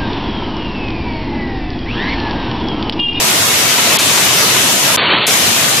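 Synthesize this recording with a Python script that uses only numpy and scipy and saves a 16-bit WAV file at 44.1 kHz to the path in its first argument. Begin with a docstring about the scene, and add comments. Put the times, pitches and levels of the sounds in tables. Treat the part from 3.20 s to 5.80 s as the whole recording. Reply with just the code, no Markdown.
"""A dense hiss of hail, with ticks on paving and knocks on sheet metal: a paved yard with parked cars at night.
Far off, thousands of ice pellets a second merge into coloured noise; nearer stones stay single clicks.
Car panels ring as decaying modes. One handheld microphone hears it all. Stereo is made from its mono sound:
a delayed, smeared copy is mixed in with opposite signs left and right. Twice the sound falters: it turns dull
and mono, with short mutes, then the treble and the width return. The loudest peaks are clipped at the end."""
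import sys
import numpy as np
from scipy import signal
from scipy.fft import rfft, irfft
from scipy.io import wavfile
from scipy.ndimage import uniform_filter1d

SR = 44100
rng = np.random.default_rng(int(sys.argv[2]) if len(sys.argv) > 2 else 0)


def waveform_to_disk(signal):
    """Save audio, clipped to [-1, 1], as 16-bit WAV at the path in sys.argv[1]."""
    frames = np.transpose(np.atleast_2d(signal))
    scaled = np.clip(frames, -1, 1) * 32767
    samples = np.round(scaled).astype(np.int16)
    wavfile.write(sys.argv[1], SR, samples)


def amplitude_ratio(level_db):
    """Convert a level in decibels to the matching linear amplitude (field) ratio."""
    exponent = np.asarray(level_db, float) / 20
    return 10 ** exponent


N = 114660  # length in samples


def rms_one(x):
    """Scales a signal to rms 1."""
    return x / np.sqrt(np.mean(x ** 2) + 1e-20)


def at_hz(points, hz):
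    """Reads a two-column table on a log-frequency axis."""
    table_hz, values = np.transpose(points)
    return np.interp(np.log(hz), np.log(table_hz), values)


def drift(rate_hz):
    """Slow random wander of spread 1: noise through two equal one-pole lowpasses at rate_hz."""
    hop = 40  # samples between the computed points
    r = np.exp(-2 * np.pi * rate_hz * hop / SR)
    noise = rng.standard_normal(N // hop + 2002)
    slow = signal.lfilter([1], [1, -2 * r, r * r], noise)[2000:]
    return np.interp(np.arange(N) / hop, np.arange(len(slow)), rms_one(slow - slow.mean()))


def impacts(per_s, spread_db, shape):
    """Random clicks of either sign, many small and a few large."""
    size_db = spread_db * np.minimum(rng.exponential(1, shape), 5)
    clicks = amplitude_ratio(size_db) * rng.choice([-1, 1], shape)
    return clicks * (rng.random(shape) < per_s / SR) + 1e-18


def window(start_s, end_s, fade_s=.0006):
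    """1 between two times, 0 outside, with short ramps."""
    t = np.arange(N) / SR
    return np.clip(np.minimum(t - start_s, end_s - t) / fade_s + .5, 0, 1)


def bands(hz):
    """Overlapping half-octave weights, each with its centre in Hz."""
    centres = np.log2(30) + np.arange(19) / 2
    place = np.clip(np.log2(hz), centres[0], centres[-1])
    return [(2 ** c, np.cos(np.pi * np.clip(place - c, -.5, .5))) for c in centres]


DULL_CUT_HZ = 4520  # top of the dull sound; the hiss also flickers differently above it

# Colour of the hiss across the yard, relative levels: pitch_hz, level_db (per Hz)
HISS_COLOUR = [(15, -45), (25, -40), (69, -19), (107, -4.5), (152, -3), (322, -4.5), (422, -4), (482, -5),
               (648, -3.5), (804, -6), (895, -4), (1750, -4.5), (2300, -3), (3350, -2.5), (4620, -6),
               (6560, -5), (9300, -9.5), (12200, -9.5), (14300, -17.5), (15500, -17.5)]
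# Surges bring heavier, deeper stones: pitch_hz, swing_share (of the fall's swing in dB)
SURGE_SHARE = [(100, 0.48), (400, 0.97), (1400, 1.64), (3200, 0.77), (6000, .4), (12000, .4)]
STONES_PER_S, STONE_SPREAD_DB = 3500, 3
STONE_SHARE = .15  # power share of single stones before colouring
FLICKER_DB, TREBLE_FLICKER_DB = 0.84, 0.7


def hail_hiss(swing_db):
    """Far stones blur to noise, near ones stay clicks; each band flickers on its own and follows the fall."""
    blur = rng.standard_normal((2, N))
    stones = rms_one(impacts(STONES_PER_S, STONE_SPREAD_DB, (2, N)))
    hits = rfft(np.sqrt(1 - STONE_SHARE) * blur + np.sqrt(STONE_SHARE) * stones)
    hz = np.maximum(np.arange(N // 2 + 1) * SR / N, 1)
    colour = amplitude_ratio(at_hz(HISS_COLOUR, hz))
    out = 0
    for k, (centre, band) in enumerate(bands(hz)):
        flicker_db = TREBLE_FLICKER_DB if centre > DULL_CUT_HZ else FLICKER_DB
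        level_db = at_hz(SURGE_SHARE, centre) * swing_db + flicker_db * drift(15.0)
        # neighbouring bands draw on different hits
        out = out + irfft(hits[k % 2] * band * colour, N) * amplitude_ratio(level_db)
    return rms_one(out)


# Ringing modes of the car sheet metal, relative levels: pitch_hz, level_db, t60_s
PANEL_MODES = [(291, -11, 0.11), (373, -5, 0.11), (661, -6, 0.038), (999, -2.5, 0.069), (1189, 3, 0.027),
               (1936, 1.5, 0.013), (2235, 7, 0.022), (2601, -2, 0.11), (2992, 1.5, 0.069), (3420, 0, 0.048),
               (3790, 7, .03), (4180, 2.5, 0.015)]
KNOCKS_PER_S, KNOCK_SPREAD_DB = 200, 3.0


def panel_knocks():
    """Stones on cars ring the sheet metal as decaying modes, each with a new strength per hit."""
    hits, out = impacts(KNOCKS_PER_S, KNOCK_SPREAD_DB, N), 0
    for hz, level_db, t60_s in PANEL_MODES:
        r, w = amplitude_ratio(-60 / (t60_s * SR)), 2 * np.pi * hz / SR
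        struck = hits * amplitude_ratio(level_db + 4.1 * rng.standard_normal(N))
        out = out + signal.lfilter([0, np.sin(w)], [1, -2 * r * np.cos(w), r * r], struck)
    return rms_one(out)


# Density of the fall over the yard, as level: time_s, level_db
FALL = [(0, -14.5), (.15, -14), (.3, -14), (.5, -13.5), (.63, -14), (.72, -12), (.8, -14.5), (.88, -13.5),
        (1.0, -13), (1.12, -14), (1.21, -11.5), (1.28, -14), (1.361, -12.5), (1.58, -15), (1.72, -13),
        (1.809, -11.5), (1.87, -12.5), (1.93, -10), (2.009, -14.5), (2.15, -13.5), (2.35, -14),
        (2.6, -14.5)]
HISS_DB, KNOCK_DB = 3, -12  # hiss over the mean fall level, knocks over the momentary one


def scene():
    """Hiss and knocks follow the density of the fall; one microphone feeds both channels."""
    fall_db = np.interp(np.arange(N) / SR, *np.transpose(FALL))
    mean_db = fall_db.mean()
    hiss = amplitude_ratio(mean_db + HISS_DB) * hail_hiss(fall_db - mean_db)
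    knocks = amplitude_ratio(fall_db + KNOCK_DB) * panel_knocks()
    return np.array([hiss + knocks, hiss + knocks])


LONG_DELAY_TOP_HZ = 13125  # top of the widener's long delay; the gaps are broader above it

# How often narrow bands drop out: pitch_hz, time_share
GAP_SHARE = [(300, .005), (1500, 0.044), (2500, 0.083), (4400, .08), (5000, .01), (13000, 0.018),
             (14000, .25), (15100, 0.31), (15400, .7)]
GAP_HZ, TOP_GAP_HZ, GAP_S = 70, 400, .09  # smoothing widths and length of the gap pattern
GAP_DB, WAVER_DB = -22, 1.41  # level inside the gaps, unevenness around them


def narrow_gaps(mono):
    """Thin bands of the sound waver and drop out for a moment, most often at the very top."""
    hz, t, cells = signal.stft(mono, SR, nperseg=2048, noverlap=1536)
    chance = uniform_filter1d(rng.standard_normal(cells.shape), max(int(GAP_S / t[1]), 1), axis=1)
    low, top = (rms_one(uniform_filter1d(chance, max(int(width / hz[1]), 1), axis=0))
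                for width in (GAP_HZ, TOP_GAP_HZ))
    field = np.where(hz[:, None] < LONG_DELAY_TOP_HZ, low, top)
    share = np.clip(at_hz(GAP_SHARE, np.maximum(hz, 1)), 1e-3, .9)
    threshold = np.log(share / (1 - share)) / 1.7  # near the normal quantile of the share
    gain_db = np.where(field < threshold[:, None], GAP_DB, WAVER_DB * field)
    return signal.istft(cells * amplitude_ratio(gain_db), SR, nperseg=2048, noverlap=1536)[1][:N]


# Allpasses that smear the late copy: delay_steps, feedback, phase_turn (in pi per strip)
SMEARS = [(3, .65, .43), (4, .56, .75), (5, .49, .347)]
STEP_S, STRIP_HZ = 1 / 750, 375  # time step and strip width of the smear
SMEAR_TOP_HZ = 8625  # plain delays above
DIFFUSE_SHARE = .3  # power share of the late copy with scattered phases


def late_copy(hz):
    """Response of the late copy: allpass smear, then plain delays above it, partly scattered in phase."""
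    step, strip = np.exp(-2j * np.pi * hz * STEP_S), hz // STRIP_HZ + .5
    fading = np.clip(1 - (strip - 3.5) / 20, 0, 1)  # feedback weakens with pitch
    smear = step ** 2
    for steps, feedback, turn in SMEARS:
        late = step ** steps * np.exp(-1j * np.pi * turn * strip)
        smear = smear * (late - feedback * fading) / (1 - feedback * fading * late)
    plain = np.where(hz < LONG_DELAY_TOP_HZ, step ** 14, step)
    smear = np.where(hz < SMEAR_TOP_HZ, smear, plain)
    scattered = np.exp(2j * np.pi * rng.random(len(hz)))
    return np.sqrt(1 - DIFFUSE_SHARE) * smear + np.sqrt(DIFFUSE_SHARE) * scattered


# Balance of the two sides: pitch_hz, left_over_right_db
LEAN = [(60, 0.5), (130, 0), (400, -2), (800, 0), (1250, -1.5), (2200, 2), (4000, 2.5), (7000, 4),
        (8500, 2.5), (8700, -2.5), (15000, -4)]
# Likeness of the two sides, 1 is mono: pitch_hz, likeness
LIKENESS = [(60, .92), (130, .96), (290, .88), (640, .64), (1410, .16), (2600, .24), (4200, .03),
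            (15000, 0)]
WANDER_DB, WIDTH_WANDER = 1.5, 0.081  # how far each band's lean and likeness stray


def widen(mono, width):
    """A late, smeared copy is taken from the left and added to the right, band by band."""
    hz = np.maximum(np.arange(N // 2 + 1) * SR / N, 1)
    smear = late_copy(hz)
    lean = amplitude_ratio(at_hz(LEAN, hz) * np.array([[.5], [-.5]]))
    lean = lean / np.sqrt(np.mean(lean ** 2, axis=0))
    sides, out = rfft(mono) * lean, 0
    for centre, band in bands(hz):
        now = irfft(sides * band ** 2, N)
        late = irfft(sides * band ** 2 * smear, N)
        alike = np.clip(at_hz(LIKENESS, centre), 0, 1)
        alike = np.clip(alike + WIDTH_WANDER * (1 - alike) * drift(4.3), -1, 1)
        angle = width * np.arccos(alike) / 2
        stray = amplitude_ratio(WANDER_DB * drift(7.4) * [[.5], [-.5]])
        out = out + stray * (np.cos(angle) * now + np.sin(angle) * late * [[-1], [1]])
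    return out


# Stretches where the sound is dull and mono: start_s, end_s
DULL = [(.7725, .787), (1.772, 2.067)]
# Short mute of both sides: start_s, end_s
BOTH_MUTED = (1.7635, 1.772)
RIGHT_MUTED_S, MUTE_DB = .0052, -30  # the right side is mute just before the treble returns
THIN_S, THIN_HZ, WIDEN_S = .0085, 1250, .04  # on return: no bass at first, width grows back


def falter(mono):
    """Wide sound is broken by dull mono stretches with mutes; on return it is thin, then widens."""
    dull = signal.sosfiltfilt(signal.ellip(8, .2, 55, DULL_CUT_HZ, fs=SR, output="sos"), mono)
    t, mute = np.arange(N) / SR, 1 - amplitude_ratio(MUTE_DB)
    width = np.ones(N)
    for start, end in DULL:
        width = width * np.where(t > start, np.clip((t - end) / WIDEN_S, 0, 1), 1)
    x = widen(mono, width)
    thin = signal.sosfilt(signal.butter(8, THIN_HZ, "high", fs=SR, output="sos"), x)
    for start, end in DULL:
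        x = x + window(end - THIN_S, end + THIN_S, fade_s=.002) * (thin - x)
        x = x + window(start, end) * (dull - x)
        x = x * [np.ones(N), 1 - mute * window(end - RIGHT_MUTED_S, end)]
    return x * (1 - mute * window(*BOTH_MUTED))


CUTOFF_HZ, RUMBLE_CUT_HZ = 15380, 53
OVERLOAD = 1.0  # clipping level, full scale


def band_limit(x):
    """A steep low-pass at the top of the band."""
    return signal.sosfilt(signal.butter(12, 15660, fs=SR, output="sos"), x)


def record(dry):
    """Rumble and top are cut, the sound gets thin gaps, is widened and falters, then peaks are clipped."""
    top_cut = signal.ellip(10, .5, 70, CUTOFF_HZ, fs=SR, output="sos")
    rumble_cut = signal.butter(3, RUMBLE_CUT_HZ, "high", fs=SR, output="sos")
    mono = signal.sosfilt(np.vstack([top_cut, rumble_cut]), dry.mean(axis=0))
    stereo = falter(narrow_gaps(mono))
    return band_limit(np.clip(stereo, -OVERLOAD, OVERLOAD))


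dry = scene()
out = record(dry)
waveform_to_disk(out)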